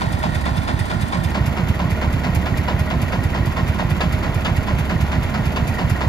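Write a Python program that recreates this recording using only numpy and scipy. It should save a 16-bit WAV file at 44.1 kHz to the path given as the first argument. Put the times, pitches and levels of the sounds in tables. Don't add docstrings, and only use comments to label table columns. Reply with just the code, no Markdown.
import sys
import numpy as np
from scipy import signal
from scipy.fft import rfft, irfft, next_fast_len
from scipy.io import wavfile
from scipy.ndimage import map_coordinates

SR = 44100
rng = np.random.default_rng(int(sys.argv[2]) if len(sys.argv) > 2 else 0)


def dump(signal):
    limited = np.clip(np.atleast_2d(signal).T, -1, 1)
    pcm = np.round(limited * 32767).astype(np.int16)
    wavfile.write(sys.argv[1], SR, pcm)


N = 268128
TIME = np.arange(N) / SR


def from_db(db):
    return 10 ** (np.asarray(db) / 20)


def rms_one(x):
    return x / np.sqrt(np.mean(x ** 2) + 1e-20)


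def in_time(rows):
    return np.interp(TIME, *np.transpose(rows))


def drift(per_s):
    knots = rng.standard_normal(int(TIME[-1] * per_s) + 3)
    return rms_one(np.interp(TIME * per_s, np.arange(len(knots)), knots))


def passings(count):
    return np.interp(np.arange(1, int(count[-1]) + 1), count, TIME)


def colour(x, tone):
    hz, db = np.transpose(tone)
    size = next_fast_len(N + SR // 10)
    bins = np.maximum(np.arange(size // 2 + 1) * SR / size, 1)
    gain = from_db(np.interp(np.log(bins), np.log(hz), db))
    return irfft(rfft(x, size) * gain, size)[..., :N]


def resonance(x, hz, width_hz):
    r = np.exp(-np.pi * width_hz / SR)
    feedback = [1, -2 * r * np.cos(2 * np.pi * hz / SR), r * r]
    return signal.lfilter(np.array([1, 0, -1]) * (1 - r * r) / 2, feedback, x + 1e-18)


def rush(tone):
    return rms_one(colour(rng.standard_normal((3, N)), tone))


def rattle(per_s, spread_db, modes, tone):
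    clicks = (rng.random((3, N)) < per_s / SR) * rng.choice([-1, 1], (3, N))
    clicks = clicks * from_db(spread_db * rng.random((3, N)))
    ringing = sum(from_db(db) * resonance(clicks, hz, width) for hz, width, db in modes)
    return rms_one(colour(clicks + ringing, tone))


def strokes(contacts, rows, uneven_db, slack_s, force=1):
    power = np.zeros(N)
    for fired, cycle_db in rows:
        near = slice(max(int((fired - .1) * SR), 0), int((fired + .5) * SR))
        for after, rise, decay, db in contacts:
            late, strength = rng.standard_normal(2)
            age = TIME[near] - fired - after - slack_s * late
            shape = np.exp(-(np.minimum(age, 0) / rise) ** 2 - np.maximum(age, 0) / decay)
            power[near] += (shape * from_db(db + force * cycle_db + uneven_db * strength)) ** 2
    return np.sqrt(power)


def each_cycle(contacts, rows, slack_s):
    return [(fired + after + slack_s * rng.standard_normal(), cycle_db + db)
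            for fired, cycle_db in rows for after, db in contacts]


def struck(hits, modes, uneven_db, scatter_delay_s=.0035):
    start, db = np.transpose(hits)
    out = np.zeros((3, N))
    for k, (hz, mode_db, t60) in enumerate(modes):
        late, strength = rng.standard_normal((len(start), 3, 2)).T
        at = ((start + scatter_delay_s * np.abs(late) * [[0], [1], [1]]) * SR).astype(int)
        heard = (at >= 0) & (at < N)
        clicks = np.zeros((3, N))
        clicks[np.nonzero(heard)[0], at[heard]] = from_db(db + mode_db + uneven_db * strength)[heard]
        r, w = from_db(-60 / (t60 * SR)), 2 * np.pi * hz / SR
        out += (-1) ** k * signal.lfilter([0, np.sin(w)], [1, -2 * r * np.cos(w), r * r], clicks + 1e-18)
    return out


def pan(x, pan_db):
    return x * from_db([[pan_db / 2], [-pan_db / 2]])


def place(paths, lead_ms, pan_db, scatter_db):
    left = map_coordinates(paths[0], [np.arange(N) + lead_ms * SR / 1000], order=3, mode="nearest")
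    wet = from_db(scatter_db)
    stereo = np.array([left, paths[0]]) + wet * paths[1:]
    return pan(stereo / np.sqrt(1 + wet ** 2), pan_db)


# time in seconds, firings per second.
FORKLIFT_RATE = [(0, 34.3), (.4, 33.7), (1, 34.5), (1.9, 34.3), (2.55, 36), (3.3, 34.7), (5.1, 35.2),
                 (5.85, 34)]


def forklift_phase():
    return np.cumsum(in_time(FORKLIFT_RATE)) / SR


# multiple of the firing rate, level in dB.
EXHAUST_ORDERS = [(1, -38), (2, -31.2), (3, -41), (4, -40.5), (5, -45), (6, -42), (7, -43.5), (8, -49),
                  (9, -49), (10, -47), (11, -53)]
# frequency in Hz, gain in dB.
RUMBLE_SPECTRUM = [(15, -36), (30, -32), (47, -2), (75, -4), (130, -8), (180, 1), (235, -3), (290, -7.5),
                   (420, -16.5), (800, -15), (3000, -54.5)]


def forklift_drone(phase):
    orders = np.zeros(N)
    for k, db in EXHAUST_ORDERS:
        amplitude = np.sqrt(2) * from_db(db + 2 * drift(6.7))
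        orders += amplitude * np.cos(2 * np.pi * (k * phase + rng.random()) + .12 * k * drift(8))
    rumble = from_db(-32.2) * rush(RUMBLE_SPECTRUM)
    return pan(orders, pan_db=-3) + place(rumble, lead_ms=-.0065, pan_db=-9.5, scatter_db=-2)


# frequency in Hz, bandwidth in Hz, gain in dB.
PANEL_RESONANCES = [(1380, 76, 0), (1828, 47, 8.5)]
# frequency in Hz, gain in dB.
CLATTER_SPECTRUM = [(150, -7.5), (330, -9), (450, -2), (750, 6), (1030, -24), (1220, -3), (1700, -0.5),
                    (2200, 5), (2600, -2.5), (3200, -19), (4600, -5.5), (5500, -19), (8500, -14.5),
                    (13000, -37.5), (15500, -66)]


def forklift_clatter(phase):
    beat = rms_one(.66 + np.exp(-(phase % 1) / .54))
    envelope = from_db(-36.7 + .5 * drift(5.6)) * beat
    clatter = envelope * rattle(4000, 9.7, PANEL_RESONANCES, CLATTER_SPECTRUM)
    return place(clatter, lead_ms=-.067, pan_db=-3.5, scatter_db=2.5)


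# level of the first tick in dB, level of the second in dB.
TICK_LEVELS = [(0, -4), (-4, -9), (-7, -9), (2, -1)]


def forklift_ticks(phase, spread_db=3.5, slack_s=.001):
    start = passings(2 * phase)
    strength, late = rng.standard_normal((len(start), 2)).T
    db = np.resize(np.ravel(TICK_LEVELS), len(start)) + spread_db * np.minimum(strength, 2)
    at = ((start + slack_s * late) * SR).astype(int)
    clicks = np.zeros(N)
    clicks[np.clip(at, 0, N - 1)] = from_db(db)
    return clicks


# frequency in Hz, bandwidth in Hz, level in dB.
LOOSE_PARTS = [(621, 34, -43.5), (1430, 60, -47), (1850, 60, -45.5), (2030, 90, -50), (3370, 60, -60)]


def forklift_loose_parts(phase):
    clinks = np.zeros(N)
    for hz, width, db in LOOSE_PARTS:
        ringing = resonance(forklift_ticks(phase), hz, width)
        clinks += from_db(db) * rms_one(resonance(ringing, hz, 4 * width))
    return pan(clinks, pan_db=-2.5)


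# start in seconds, level in dB.
PING_HITS = [(0.08, -26), (0.11, -28), (0.171, -28), (0.201, -27), (0.288, -26), (0.32, -24), (0.348, -28),
             (0.439, -26), (0.79, -26), (0.816, -28), (1.281, -28), (1.745, -27), (1.863, -28),
             (1.948, -27), (2.292, -27), (2.318, -27), (2.428, -28), (2.542, -25), (2.596, -27),
             (2.733, -27), (2.818, -27), (2.876, -27), (3.046, -27), (3.08, -24), (3.191, -27), (3.24, -28),
             (3.336, -27), (3.423, -28), (3.451, -26), (3.536, -28), (3.598, -27), (3.908, -24),
             (3.996, -27), (4.109, -26), (4.567, -26), (4.962, -27), (5.019, -27), (5.248, -27),
             (5.393, -28), (5.712, -28), (5.742, -26), (5.771, -26), (5.957, -24), (6.047, -28)]
# frequency in Hz, level in dB, time to fall 60 dB in seconds.
PING_MODE = [(1885, 3, .04)]


def forklift_pings():
    ringing = struck(PING_HITS, PING_MODE, uneven_db=.5)
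    pings = resonance(ringing, PING_MODE[0][0], width_hz=260)
    return place(pings, lead_ms=-.05, pan_db=-1, scatter_db=-12)


# time in seconds, crankshaft speed in rpm.
TRUCK_RPM = [(0.0, 541.68), (0.5, 537.02), (3.3, 542.57), (3.65, 539.82), (4.35, 543.56), (4.7, 539.08),
             (6.08, 541.85)]
COMBUSTION_SPREAD_DB, PUFF_SPREAD_DB, VALVE_SPREAD_DB = .45, .6, .4


def truck_cycles(spread_db, first_s=.0145):
    count = np.cumsum(in_time(TRUCK_RPM)) / (2 * 60 * SR)
    later = passings(count - np.interp(first_s, TIME, count))
    fired = np.r_[2 * first_s - later[0], first_s, later]
    return np.c_[fired, spread_db * rng.standard_normal(len(fired))]


# delay after firing in seconds, level in dB.
FRAME_KICK = [(.027, -35)]
# frequency in Hz, level in dB, time to fall 60 dB in seconds.
FRAME_MODES = [(49.5, 0, .8), (40.5, -2, .8)]


def truck_chassis(firings):
    kicks = each_cycle(FRAME_KICK, firings, slack_s=.0003)
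    return pan(struck(kicks, FRAME_MODES, uneven_db=1)[0], pan_db=-4)


# frequency in Hz, bandwidth in Hz, gain in dB.
GEARCASE_RESONANCES = [(647, 130, -21), (680, 16, 3), (1005, 260, 6), (1350, 380, -2.5)]
# frequency in Hz, gain in dB.
GEAR_SPECTRUM = [(150, -0.5), (330, -0.5), (450, 2), (750, -1.5), (1030, -3.5), (1220, -6.5), (1700, -6.5),
                 (2200, -6.5), (2600, -6), (3200, -6), (4600, -11.5), (5500, -21), (8500, -35),
                 (13000, -23.5), (15500, -48)]


def truck_gears():
    return from_db(-33.7) * rattle(2200, 9, GEARCASE_RESONANCES, GEAR_SPECTRUM)


# delay after firing in seconds, level in dB.
GUARD_JOLTS = [(-.004, -39), (.008, -41), (.092, -45), (.116, -42), (.178, -45.5)]
# start in seconds, level in dB.
GUARD_CLINKS = [(0.127, -37), (0.224, -38), (0.35, -39), (0.458, -39), (0.577, -39), (0.615, -40),
                (0.671, -38), (0.899, -39), (1.122, -38)]
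# frequency in Hz, level in dB, time to fall 60 dB in seconds.
TIN_MODES = [(3375, 0, .06), (3525, -1, .06), (3615, -2, .05), (3735, -4, .06)]


def truck_guard(firings, lead_ms):
    hits = GUARD_CLINKS + each_cycle(GUARD_JOLTS, firings, slack_s=.004)
    return place(struck(hits, TIN_MODES, uneven_db=3.5), lead_ms, pan_db=0, scatter_db=-8)


# frequency in Hz, bandwidth in Hz, gain in dB.
BLOCK_RESONANCES = [(663, 114, 6.5), (730, 53, -5.5), (1058, 84, 9.5), (1290, 180, 2), (2740, 37, -14)]
# delay after firing, rise and decay in seconds, level in dB.
KNOCK_CONTACTS = [(.004, .003, .016, -28), (.027, .005, .026, -29)]
INJECTOR_CONTACTS = [(-.004, 0.0034, 0.045, -27), (.007, 0.0023, 0.037, -28), (.186, 0.0068, 0.0027, -35)]
# frequency in Hz, gain in dB.
KNOCK_SPECTRUM = [(150, 9), (300, 1.5), (520, 7.5), (700, 2), (830, 5.5), (1050, 4), (1250, -22),
                  (1600, -20), (2400, -43), (4000, -5), (6000, -28), (16000, -68)]
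INJECTOR_SPECTRUM = [(800, -3.5), (2000, 21.5), (2900, 11), (4000, 8), (5000, 5.5), (5600, -3.5),
                     (8500, -5), (11000, -32), (16000, -32)]


def truck_combustion(firings):
    knock = strokes(KNOCK_CONTACTS, firings, uneven_db=.4, slack_s=.0007)
    knock = knock * rattle(2500, 5, BLOCK_RESONANCES, KNOCK_SPECTRUM)
    injector = strokes(INJECTOR_CONTACTS, firings, uneven_db=.5, slack_s=.0012, force=1.4)
    injector = injector * rattle(1400, 5, BLOCK_RESONANCES, INJECTOR_SPECTRUM)
    return knock + injector


# delay after firing, rise and decay in seconds, level in dB.
ROCKER_CONTACTS = [(.118, 0.025, 0.031, -29.5), (.168, 0.017, 0.037, -34)]
VALVE_CONTACTS = [(-.003, .002, .007, -45), (.112, .0056, .015, -36.4), (.176, .004, .012, -43.5)]
# frequency in Hz, gain in dB.
ROCKER_SPECTRUM = [(300, -42), (700, 1), (1200, 8), (2100, 25.5), (3000, 14.5), (4000, 13), (5000, 5.5),
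                   (6500, -1.5), (16000, -22)]
VALVE_SPECTRUM = [(1000, -25), (3000, -23), (4800, 19.5), (5600, 4.5), (7000, 11.5), (8500, 16.5),
                  (10000, 7), (13000, 7.5), (15500, -17)]
# time in seconds, level in dB.
METAL_TAPS = [(2.353, -45), (5.677, -47), (5.746, -45)]


def truck_valve_gear(tap_rise_s=.0053, tap_decay_s=.013):
    lifts = truck_cycles(VALVE_SPREAD_DB)
    rockers = strokes(ROCKER_CONTACTS, lifts, uneven_db=.8, slack_s=.0015)
    rockers = rockers * rattle(1300, 7, BLOCK_RESONANCES, ROCKER_SPECTRUM)
    taps = strokes([(0, tap_rise_s, tap_decay_s, 0)], METAL_TAPS, uneven_db=0, slack_s=0)
    valves = strokes(VALVE_CONTACTS, lifts, uneven_db=1.1, slack_s=.001)
    return rockers + (valves + taps) * rattle(4500, 5, [], VALVE_SPECTRUM)


# start in seconds, level in dB.
PLATE_CLANKS = [(0.676, -29), (2.457, -30), (2.682, -30), (2.903, -32), (3.124, -26.5), (4.007, -19),
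                (4.449, -20), (5.562, -23)]
# delay after the clank in seconds, level in dB.
PLATE_BOUNCES = [(0, -1), (.0045, 0), (.011, -4), (.02, -8)]
# frequency in Hz, level in dB, time to fall 60 dB in seconds.
PLATE_MODES = [(1290, -6, .06), (1690, -6, .06), (2230, -6, .06), (2643, -9, .06), (2900, -9, .06),
               (3355, -9, .06), (3600, -8, .06), (4021, -11, .05), (4435, -12, .05), (4748, -11, .06),
               (5040, -14, .04), (6950, -24, .04)]
# frequency in Hz, gain in dB.
HINGE_SPECTRUM = [(400, 12), (1000, 1), (2500, 13.5), (4000, 5), (5000, -8), (6500, -4), (10000, -11),
                  (16000, -38)]


def truck_clanks(lead_ms, rise_s=.002, decay_s=.033):
    envelope = np.zeros(N)
    for start, db in PLATE_CLANKS:
        attack = np.clip((TIME - start) / rise_s + 1, 0, 1)
        envelope += from_db(db) * attack * np.exp(-np.maximum(TIME - start, 0) / decay_s)
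    chatter = from_db(-4) * envelope * rattle(1400, 1.9, BLOCK_RESONANCES, HINGE_SPECTRUM)
    bounces = each_cycle(PLATE_BOUNCES, PLATE_CLANKS, slack_s=.0004)
    plate = struck(bounces, PLATE_MODES, uneven_db=2.5)
    return place(chatter + plate, lead_ms, pan_db=.3, scatter_db=-7)


# delay after firing, rise and decay in seconds, level in dB.
BOOM_SWELLS = [(.046, 0.02, 0.0086, -31.5), (.099, 0.0059, 0.028, -30.5)]
# frequency in Hz, gain in dB.
BOOM_SPECTRUM = [(60, -43), (130, 9.5), (180, 0.5), (230, -4), (320, -10), (600, -24.5), (2000, -88)]
# delay after firing in seconds, level in dB.
TIPPER_KICKS = [(.0178, -22), (.0405, -26)]
# frequency in Hz, level in dB, time to fall 60 dB in seconds.
TIPPER_MODES = [(180, 1, 0.098), (254, -8.5, 0.14), (341, -19, 0.32)]


def truck_tipper(firings):
    boom = strokes(BOOM_SWELLS, firings, uneven_db=2, slack_s=.0035) * rush(BOOM_SPECTRUM)
    kicks = each_cycle(TIPPER_KICKS, firings, slack_s=.0003)
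    ringing = struck(kicks, TIPPER_MODES, uneven_db=1.5)
    return place(boom + ringing, lead_ms=.0063, pan_db=-5.5, scatter_db=-23)


# delay in seconds, left gain in dB, right gain in dB.
YARD_ECHOES = [(.0085, -19, -13), (.021, -30, -13), (.0346, -15, -21)]


def yard(x):
    out = np.array([x, x])
    for delay, left_db, right_db in YARD_ECHOES:
        out += from_db([[left_db], [right_db]]) * np.interp(TIME - delay, TIME, x, left=0)
    return out


GAS_PULSES = {"exhaust": (.061, .0019, -10, 72, 24, -6), "backwash": (.0845, .0026, -18, 72, 30, -9),
              "intake": (.129, .00185, -10.4, 84, 26, 1), "closing": (.198, .003, -21, 72, 30, -3)}


def puff(name, slack_s):
    after, width, db, pipe_hz, pipe_width, ring_db = GAS_PULSES[name]
    pressure = np.zeros(N)
    for fired, cycle_db in truck_cycles(PUFF_SPREAD_DB):
        late, stretch = rng.standard_normal(2)
        near = slice(max(int(fired * SR), 0), int((fired + .5) * SR))
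        u = (TIME[near] - fired - after - slack_s * late) / (width * np.exp(.06 * stretch))
        pressure[near] -= from_db(db + cycle_db) * u * np.exp((1 - u * u) / 2)
    return pressure + from_db(ring_db) * resonance(pressure, pipe_hz, pipe_width)


def truck_thuds():
    pulses = puff("exhaust", slack_s=.0003) + puff("intake", slack_s=.0003)
    pulses = pulses - puff("backwash", slack_s=.001) + puff("closing", slack_s=.001)
    thuds = colour(pulses, [(25, -22), (45, -21), (70, -3.5), (110, -5.5), (160, -.5), (300, -29)])
    return pan(yard(thuds), pan_db=-4.5)


# start in seconds, level in dB.
HAMMER_BLOWS = [(0.0176, -23.3), (0.2385, -22), (0.4655, -22.8), (0.6862, -22.7), (0.9085, -24.1),
                (1.1318, -23.9), (1.3521, -22.8), (1.5762, -24.8), (1.8003, -24), (2.0222, -23.5),
                (2.2435, -21.2), (2.4658, -23.2), (2.6844, -20.8), (2.9091, -23.5), (3.1311, -23.1),
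                (3.3506, -23.5), (3.5702, -23.5), (3.7955, -21.2), (4.016, -21), (4.2369, -25),
                (4.4542, -22.0), (4.682, -22.2), (4.9036, -22.5), (5.1273, -22.8), (5.3481, -21.9),
                (5.5704, -25.3), (5.7917, -21.6), (6.014, -21)]
# delay after the blow in seconds, level in dB.
PISTON_SLAPS = [(-.0065, -10), (-.0005, 0), (.0035, -4), (.0095, -7), (.0155, -9), (.023, -8.5), (.028, -9)]
# delay after firing in seconds, level in dB.
ROCKER_STRIKES = [(.1145, -39), (.1195, -32), (.175, -42)]
# frequency in Hz, level in dB, time to fall 60 dB in seconds.
ENGINE_BLOCK_MODES = [(620, -7, .04), (735, -6, .05), (985, 5, .015), (1400, -2.5, .022),
                      (1680, -3.5, .014), (1930, -9, .035), (2260, -3, .022), (2520, -8, .025),
                      (2860, -11, .03), (3590, -17, .04), (4400, -7, .008), (5100, -17, .04)]
ROCKER_COVER_MODES = [(1990, -2, .04), (2410, -2, .04), (2720, -9, .04), (3560, -7, .04), (4500, -3, .01),
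                      (5080, -10, .04)]


def truck_hammering(lead_ms):
    slaps = each_cycle(PISTON_SLAPS, HAMMER_BLOWS, slack_s=.0003)
    block = struck(slaps, ENGINE_BLOCK_MODES, uneven_db=2)
    strikes = each_cycle(ROCKER_STRIKES, truck_cycles(VALVE_SPREAD_DB), slack_s=.0008)
    cover = struck(strikes, ROCKER_COVER_MODES, uneven_db=2.5)
    return (place(block, lead_ms, pan_db=.5, scatter_db=-7.5)
            + place(cover, lead_ms=.074, pan_db=-7, scatter_db=-4))


# time in seconds, setting from 0 (wide) to 1 (zoomed in).
MICROPHONE_ZOOM = [(0, 0.16), (1.22, 0.09), (1.42, 1), (6.08, 1)]


def scene():
    wide = 1 - in_time(MICROPHONE_ZOOM)
    lead_ms = np.where(wide > .5, .317, .21)
    firings, phase = truck_cycles(COMBUSTION_SPREAD_DB), forklift_phase()
    engine = truck_combustion(firings) + truck_valve_gear() + truck_gears()
    metal = place(engine, lead_ms, pan_db=.3, scatter_db=-5)
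    metal += from_db(2.5 * wide) * truck_hammering(lead_ms)
    metal += truck_clanks(lead_ms) + truck_guard(firings, lead_ms)
    metal += forklift_clatter(phase) + forklift_loose_parts(phase) + forklift_pings()
    bass = from_db(2.5 * wide) * (truck_thuds() + truck_tipper(firings)) + truck_chassis(firings)
    return bass + from_db(2 * wide) * (forklift_drone(phase) + metal)


# frequency in Hz, zoomed centre gain in dB, side gain in dB.
STEREO_COLOUR = [(101, 3.5, 2), (1010, 2, 1), (1740, 2, -4.5), (1750, -5.5, -2), (1915, 0.5, -9.5),
                 (2904, 1, 0), (3320, -7, 5.5), (3240, -3, -10), (4850, -3.5, -4), (7034, 7.5, 1),
                 (8980, -33, 3), (9760, -4.5, 10), (11670, 10, -6), (14300, 3, -47)]
# frequency in Hz, gain in dB.
WIDE_COLOUR = [(300, -1.5), (470, -4.5), (630, -2), (1030, 1.5), (1220, -3.5), (1420, 1), (1850, -3.5),
               (2050, -8), (2800, -11.5), (3550, -1.5), (4000, -2), (5200, 1), (7400, -1), (9000, 2.5),
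               (13000, -2)]


def record(dry, cutoff_hz=16100):
    curves, zoom = np.array(STEREO_COLOUR), in_time(MICROPHONE_ZOOM)
    centre, sides = (dry[0] + dry[1]) / 2, (dry[0] - dry[1]) / 2
    centre = zoom * colour(centre, curves[:, [0, 1]]) + (1 - zoom) * colour(centre, WIDE_COLOUR)
    sides = colour(sides, curves[:, [0, 2]])
    stereo = np.array([centre + sides, centre - sides])
    stereo = colour(stereo, [(10, -24), (24, -18), (35, -2), (55, 0)])
    return signal.sosfilt(signal.cheby2(16, 70, cutoff_hz, fs=SR, output="sos"), stereo)


dry = scene()
out = record(dry)
dump(out)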